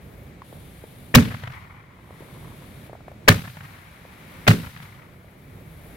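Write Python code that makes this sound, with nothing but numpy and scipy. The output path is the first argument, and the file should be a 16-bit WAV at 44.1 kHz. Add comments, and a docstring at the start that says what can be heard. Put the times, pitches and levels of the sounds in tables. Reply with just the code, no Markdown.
"""Over a low outdoor rumble and a fine hiss that comes and goes, small dull pops sound before, between and
after the shots. Three firework mines fire in turn from a rack on a snowy road, some metres from a phone.
Each shot is an ignition snap, a tearing muzzle blast with ringing tubes and low swings of the gas cloud;
hissing stars follow, and trees, banks and hills roll the sound back. All but the pure swings and
echo thumps start as coloured noise; pops add damped tones. The phone ducks and saturates on loud sound."""
import sys
import numpy as np
from scipy import signal
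from scipy.fft import rfft, irfft
from scipy.io import wavfile
from scipy.ndimage import uniform_filter1d, minimum_filter1d

SR = 44100
rng = np.random.default_rng(int(sys.argv[2]) if len(sys.argv) > 2 else 0)


def persist_wave(psi):
    """Save psi, clipped to +-1, as 16-bit WAV."""
    counts = np.round(np.clip(psi, -1, 1) * 32767).astype(np.int16)
    wavfile.write(sys.argv[1], SR, np.atleast_2d(counts).T)


N = 262836
TOP_HZ = 15850  # upper band limit
BLAST_S = 0.01  # time from blast onset to its collapse
HILL_DELAY_S = 0.25

# All spectra give relative density per Hz, since noise() brings its result to rms 1.
# Stereo image of near sounds: hz, side_minus_mid_db, left_minus_right_db
NEAR_WIDTH = [(60, -8.5, 0.5), (160, -14.5, -1.5), (450, -8, 0.5), (993, -2, 0), (2120, 1.5, 4),
              (4000, -3, 0.5), (8500, 1.5, -4), (12950, -0.5, 0)]
# Stereo image of distant sounds: hz, side_minus_mid_db, left_minus_right_db
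FAR_WIDTH = [(60, -18, -0.5), (200, -15.5, -2), (400, -9.5, -1.5), (900, -1, -1), (1480, 0.5, 5.5),
             (2310, -4, 6.5), (4400, -2, -1.5), (8300, 0.5, 2), (12600, -3.5, 10)]


def undb(db):
    """Amplitude ratio: 20 dB is a factor of ten."""
    return 10 ** (np.asarray(db) / 20)


def on_log(hz, points):
    """Logarithmic pitch scale: join rows (hz, value, ..) linearly over log frequency, a curve per column."""
    f, *columns = np.transpose(points)
    log_hz = np.log(np.maximum(hz, 1))
    return [np.interp(log_hz, np.log(f), column) for column in columns]


def pan(db):
    """Level-difference stereo: left and right gains split the difference equally."""
    return undb(np.vstack([db, -db]) / 2)


def noise(spectrum, image, size, tilt_db=0):
    """Spectral shaping: white mid and side noise is filtered to a colour and image, with rms 1."""
    hz = np.fft.rfftfreq(size, 1 / SR)
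    side_db, pan_db = on_log(hz, image)
    colour_db, = on_log(hz, spectrum)
    mid, side = rfft(rng.standard_normal((2, size)))
    side = side * undb(side_db)
    # the tilt approaches tilt_db per octave well above 1 kHz
    colour_db = colour_db + tilt_db * np.log2(1 + hz / 1000)
    gain = undb(colour_db) * (hz > 10) * (hz < TOP_HZ)
    x = irfft(np.array([mid + side, mid - side]) * gain * pan(pan_db), size)
    return x / x.std()


def walk(rate, size):
    """Random modulation: straight lines join normal random knots, rate per second."""
    knots = rng.standard_normal(4096)
    return np.interp(np.arange(size) / SR * rate, np.arange(len(knots)), knots)


def fade(t, rise, t60):
    """Exponential relaxation: silence before zero, then a rise and a 60 dB decay in t60 seconds."""
    t = np.maximum(t, 0)
    return (1 - np.exp(-t / rise)) * np.exp(-np.log(1000) * t / t60)


def add(out, start, x):
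    """Linear superposition: mix a sound in at a time in seconds."""
    i = int(start * SR)
    out[:, i:i + x.shape[-1]] += x[..., :N - i]


def shots():
    """Superposition: each shot sums its near sources and the delayed answer of the land."""
    # The three shots; levels are relative, before offsets in the sources and the common gain:
    # start_s, snap_db, blast_delay_s, blast_db, blast_tilt_db_per_octave, jet_rise_s, roll_db,
    # boom_hz, boom_db, overtone_db, forest_db, far_returns_db, ground_bounce_share, stars_db
    firings = [(1.1416, -13.5, .0071, -1.5, -0.5, .002, 5, 123, 1, 6, 0.5, 2.5, 0.43, -41.5),
               (3.2775, -10, .0046, -0.5, -1.3, 0.0053, -7.5, 104, -3, -3.5, -3, -3.5, 0.061, -39.5),
               (4.4684, -22.5, .0074, -7.5, -2.5, 0.0021, 0, 107.4, -1, -8, -2.5, -4.5, .15, -39)]
    forest_base_db, hill_base_db, common_db = -28, -43, 8
    out = np.zeros((2, N))
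    t = np.arange(2 ** 16) / SR
    for (start, snap_db, delay, blast_db, tilt_db, jet_rise, roll_db,
         boom_hz, boom_db, overtone_db, forest_db, far_db, hollow, stars_db) in firings:
        age = t - delay  # time since the blast began
        snap = undb(snap_db) * ignition_snap(t)
        blast = undb(blast_db) * muzzle_blast(age, tilt_db)
        jet = gas_jet(age - BLAST_S, jet_rise)
        cloud = undb(boom_db) * boom(age - 0.004, boom_hz, overtone_db)
        roll = undb(roll_db) * low_roll(age - BLAST_S)
        stars = undb(stars_db) * star_hiss(age)
        add(out, start, ring(snap + blast + jet) + cloud + roll + stars)

        trees = undb(forest_base_db + forest_db) * forest(t)
        slopes = undb(hill_base_db + far_db) * hills(t, hollow)
        add(out, start + delay, trees + echoes(t, far_db) + slopes)
    return undb(common_db) * out


def ignition_snap(t):
    """Impulsive source: the lift charge gives a broadband burst with a sub-millisecond rise."""
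    # Colour of the ignition: hz, level_db
    snap_spectrum = [(30, -3), (150, 7.5), (500, 5.5), (1000, -7.5), (2300, 2.5), (4000, -20.5),
                     (8000, -33), (16000, -40.5)]
    return undb(2) * noise(snap_spectrum, NEAR_WIDTH, size=len(t)) * fade(t, 0.00081, 0.099)


def muzzle_blast(age, tilt_db):
    """Sudden discharge: noise holds while the charge leaves the tube, then collapses."""
    # Colour of the blast before its tilt: hz, level_db
    blast_spectrum = [(25, -3.5), (100, 2), (300, -4.5), (750, -9), (1400, -7), (2200, -8), (4000, -10),
                      (5800, -12.5), (8000, -20.5), (11500, -19.5), (16000, -16.5)]
    collapse = np.exp(-np.maximum(age - BLAST_S, 0) / 0.00088)
    hold = fade(age, 0.0014, 0.93) * collapse
    return noise(blast_spectrum, NEAR_WIDTH, size=len(age), tilt_db=tilt_db) * hold


def gas_jet(age, rise):
    """Turbulent jet noise: random modulation makes the escaping gas tear unevenly as it fades."""
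    # Colour of the jet: hz, level_db
    jet_spectrum = [(25, -7.5), (120, 6), (300, 0.5), (500, 0), (850, -18.5), (1400, -11.5), (2400, -13),
                    (4000, -10.5), (7500, -20.5), (11000, -22), (16000, -24)]
    tearing = undb(2.9 * walk(300, size=len(age)))
    gas = noise(jet_spectrum, NEAR_WIDTH, size=len(age)) * tearing
    return undb(-14.5) * gas * fade(age, rise, 0.18)


def ring(x):
    """Modal resonance: the near sound excites parallel peaks of the tubes and their rack."""
    # Modes of the tubes and rack: centre_hz, width_hz, level_db
    tube_modes = [(410, 39, -3.5), (570, 72, -2), (707, 34, -2), (1080, 110, 0.5), (1250, 13, 1),
                  (1390, 35, -9), (1600, 240, -5.5), (1760, 27, -1), (2060, 59, -4), (2260, 60, -5.5),
                  (2510, 55, -9.5), (2526, 51, -3), (2870, 43, -7.5), (3500, 40, -11.5)]
    out = x
    for hz, width, db in tube_modes:
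        b, a = signal.iirpeak(hz, hz / width, fs=SR)
        out = out + undb(db) * signal.lfilter(b, a, x)
    return out


def boom(t, pitch_hz, overtone_db):
    """Inertia against elastic pressure: the gas cloud swells and rebounds for a few cycles."""
    # Further swings of the gas cloud: pitch_hz, level_db, crest_s, share_of_overtone_db
    further_swings = [(46, -26, 0.0089, 2.7), (165.2, -9, 0.019, 0), (238.4, -10.5, 0.016, 1),
                      (421.5, -26.5, .026, 0)]
    main_swing = (pitch_hz, -5, 0.017, 0)  # same columns
    t = np.maximum(t, 0)
    ports = np.array([[0], [.00025]])  # phase offset in seconds between the two microphones
    out = 0
    for hz, db, crest, share in [main_swing] + further_swings:
        swell = (t / crest * np.exp(1 - t / crest)) ** 2
        swing = np.sin(2 * np.pi * hz * (t + ports))
        out = out + undb(db + share * overtone_db) * swell * swing
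    return out * pan(-1.2)


def low_roll(age):
    """Exponential decay: low-frequency noise rolls on after the blast collapses."""
    # Colour of the roll: hz, level_db
    roll_spectrum = [(25, -24), (70, -8), (110, 0.5), (165, 4.5), (270, -1.5), (340, -18.5), (450, -13),
                     (800, -41), (2000, -50)]
    return undb(-11) * noise(roll_spectrum, NEAR_WIDTH, size=len(age)) * fade(age, 0.03, 0.34)


def star_hiss(age):
    """Combustion noise: burning stars hiss more faintly the higher they climb, as a decay."""
    # Colour of the star hiss: hz, level_db
    star_spectrum = [(1500, -12.5), (3800, 7.5), (5500, -0.5), (7700, -3), (11000, 2), (14000, 0),
                     (16000, -4.5)]
    return noise(star_spectrum, FAR_WIDTH, size=len(age)) * fade(age, 0.015, 1.147)


def forest(t):
    """Multiple scattering: countless trunks return the shot as noise in uneven patches."""
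    # Colour of the scattered sound: hz, level_db
    forest_spectrum = [(25, -12.5), (70, 5), (130, 19), (190, 6), (320, -12.5), (700, -9), (1200, -7),
                       (2100, -5), (3500, -10), (7000, -26.5), (16000, -46)]
    patches = undb(4.5 * walk(160, size=len(t)))
    return noise(forest_spectrum, FAR_WIDTH, size=len(t)) * patches * fade(t, 0.02, 1.0)


def echoes(t, far_db):
    """Discrete reflection: each path delay brings a noise slap and a low decaying thump."""
    # Banks and tree groups, levels before path and thump gains: delay_s, slap_db, slap_length_s, thump_db
    reflectors = [(0.023, -22, .008, -31.5), (0.033, -14, 0.00524, -33), (.057, -31, 0.0063, -26),
                  (0.072, -34, 0.0053, -21), (0.083, -43, 0.0045, -30.5), (.104, -38.5, 0.0035, -42),
                  (0.153, -36, 0.023, -31.5), (.192, -32.5, .007, -31), (.2865, -30, 0.0027, -34),
                  (0.324, -32, 0.0045, -33.5), (0.349, -46.5, 0.0091, -37.5)]
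    # Colour of the slaps: hz, level_db
    echo_spectrum = [(40, -10), (150, 7), (330, -5), (600, 0.5), (900, 0), (1700, 3.5), (3000, -9.5),
                     (6000, -27.5), (16000, -41)]
    out, size = np.zeros((2, len(t))), 2 ** 13
    t = t[:size]
    for delay, slap_db, length, thump_db in reflectors:
        rise = 1 - np.exp(-t / (length / 4))
        hold = rise * np.exp(-np.maximum(t - length, 0) / 0.0036)
        slap = noise(echo_spectrum, NEAR_WIDTH, size=size) * hold
        thump_hz = 125 * np.exp(0.2 * rng.standard_normal())
        thump = np.sin(2 * np.pi * thump_hz * t) * fade(t, 0.0064, 0.06)
        carry = undb(far_db * delay / HILL_DELAY_S)  # shots differ most on the long paths
        add(out, delay, carry * (undb(slap_db) * slap + undb(thump_db + 13.5) * thump))
    return out


def hills(t, hollow):
    """Diffuse reverberation: wooded slopes return a fluttering wash, hollow from its ground bounce."""
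    # Colour of the hill wash: hz, level_db
    hill_spectrum = [(40, -13), (95, 21), (170, 8.5), (320, -17), (700, 0.5), (1050, 3), (2200, 2),
                     (3200, -11.5), (6000, -40), (16000, -67)]
    wash = bounce(noise(hill_spectrum, FAR_WIDTH, size=len(t)), 1074, share=hollow)
    flutter = undb(3 * walk(130, size=len(t)))
    return wash * flutter * fade(t - HILL_DELAY_S, 0.038, 2)  # 60 dB decay in 2 s


def bounce(x, hz, share):
    """Comb interference: a copy about 1 / hz later strengthens multiples of hz."""
    late = np.pad(x, ((0, 0), (int(SR / hz), 0)))[:, :x.shape[1]]
    return (x + share * late) / np.hypot(1, share)


def pops():
    """Damped oscillation: each pop is a few dying cycles with a soft noise rustle around their pitch."""
    # Small dull pops, relative level before the common gain: start_s, level_db, pitch_hz
    dull_pops = [(0.419, -29.5, 1050), (.527, -31, 555), (.839, -28, 448), (2.107, -30.5, 560),
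                 (2.206, -27, 340), (2.222, -33, 530), (2.896, -33.5, 604), (2.931, -28.5, 606),
                 (2.952, -32, 710), (3.006, -37, 670), (3.081, -28, 685), (3.116, -30, 565),
                 (4.051, -31, 653), (5.245, -39, 596)]
    out, size = np.zeros((2, N)), 2 ** 12
    t = np.arange(size) / SR
    # thirty fainter pops fall at random between the first two shots
    faint = []
    for _ in range(30):
        start = rng.uniform(1.85, 2.65)
        hz = 1030 * 2 ** (0.1 * rng.standard_normal())  # spread of a tenth of an octave
        faint.append((start, -42, hz))
    for start, db, hz in dull_pops + faint:
        body = np.sin(2 * np.pi * hz * t) * fade(t, 0.0007, 0.012)
        colour = [(hz / 4, -8), (hz, 0), (2 * hz, -9), (8 * hz, -36)]  # hz, level_db
        rustle = noise(colour, FAR_WIDTH, size=size) * fade(t, 0.00075, 0.023)
        add(out, start, undb(db + 5) * (body + undb(-11) * rustle))
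    return out


def outdoors():
    """Incoherent addition: low rumble, rushing middle and fine hiss; the hiss swells, at times the rush too."""
    # Swells of the hiss; the rush rises only where air_db nears or passes its floor:
    # start_s, length_s, rise_s, fizz_db, fizz_tilt_db_per_octave, air_db
    swells = [(0, 0.28, 0.022, -64, 12, -90), (.43, 0.87, 0.023, -56.5, -1, -82),
              (1.849, 1.02, 0.41, -56.5, -1.5, -55), (3.43, 1.42, 0.033, -58, 4, -48),
              (5.002, 0.75, 0.143, -64, 10, -68.5), (5.6, .4, 0.25, -57.5, 4, -56.5)]
    # Colour of the low rumble: hz, level_db
    rumble_spectrum = [(20, -27.5), (38, -7), (70, -1), (150, -1), (300, -11.5), (600, -16), (1200, -33),
                       (4000, -46.5)]
    # Colour of the rushing middle: hz, level_db
    air_spectrum = [(200, -12), (600, -3.5), (1050, 0.5), (1450, -1.5), (1950, 0), (2250, 2.5), (2700, -6),
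                    (3800, -8), (5000, -16), (8000, -21), (16000, -39)]
    # Colour of the fine hiss: hz, level_db
    fizz_spectrum = [(1500, -10), (3500, 6), (5500, -8), (7700, -5), (10000, 4), (12000, 3.5), (14000, -3),
                     (16000, -4)]
    rumble_db, air_floor_db, fizz_floor_db = -44.5, -56, -70.5
    scene_t = np.arange(N) / SR
    air_gain = undb(air_floor_db)
    fizz = undb(fizz_floor_db) * noise(fizz_spectrum, FAR_WIDTH, size=N)
    t = np.arange(2 ** 16) / SR
    for start, length, rise, fizz_db, tilt_db, air_db in swells:
        swell = np.minimum(t / rise, 1) * np.exp(-np.maximum(t - length, 0) / 0.026)
        # independent powers add
        air_gain = np.hypot(air_gain, undb(air_db) * np.interp(scene_t - start, t, swell))
        hiss = noise(fizz_spectrum, FAR_WIDTH, size=len(t), tilt_db=tilt_db)
        add(fizz, start, undb(fizz_db) * swell * hiss)
    rumble_gain = undb(rumble_db + 1.6 * walk(7, size=N))
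    rumble = noise(rumble_spectrum, FAR_WIDTH, size=N) * rumble_gain
    air = noise(air_spectrum, FAR_WIDTH, size=N) * air_gain * undb(0.59 * walk(30, size=N))
    return rumble + air + fizz * undb(1.1 * walk(170, size=N))


def gain_control(x):
    """Dynamic compression: gain drops at once on a loud sound, stays down, then recovers."""
    threshold, depth_db = 0.2, 9  # amplitude where it acts, deepest cut
    hold_s, release_s = 0.27, 0.73  # hold and averaging windows
    hold, release = int(hold_s * SR), int(release_s * SR)
    over = np.maximum(np.abs(x).max(axis=0) / threshold, 1)
    cut_db = np.maximum(-20 * np.log10(over), -depth_db)
    # the origins make both windows look back in time
    held = minimum_filter1d(cut_db, hold, origin=(hold - 1) // 2, mode="nearest")
    eased = uniform_filter1d(held, release, origin=(release - 1) // 2, mode="nearest")
    return x * undb(np.minimum(held, eased))


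def scene():
    """Superposition: everything that reaches the phone."""
    return shots() + pops() + outdoors()


def record(dry):
    """Nonlinear saturation: the phone ducks, rounds off peaks near full scale and cuts the top."""
    knee, ceiling = 5, 1.0  # sharpness of the bend, limiting amplitude
    x = gain_control(dry)
    clipped = x / (1 + np.abs(x / ceiling) ** knee) ** (1 / knee)
    top_cut = signal.ellip(12, 0.2, 80, TOP_HZ, fs=SR, output="sos")
    return signal.sosfilt(top_cut, clipped)


dry = scene()
out = record(dry)
persist_wave(out)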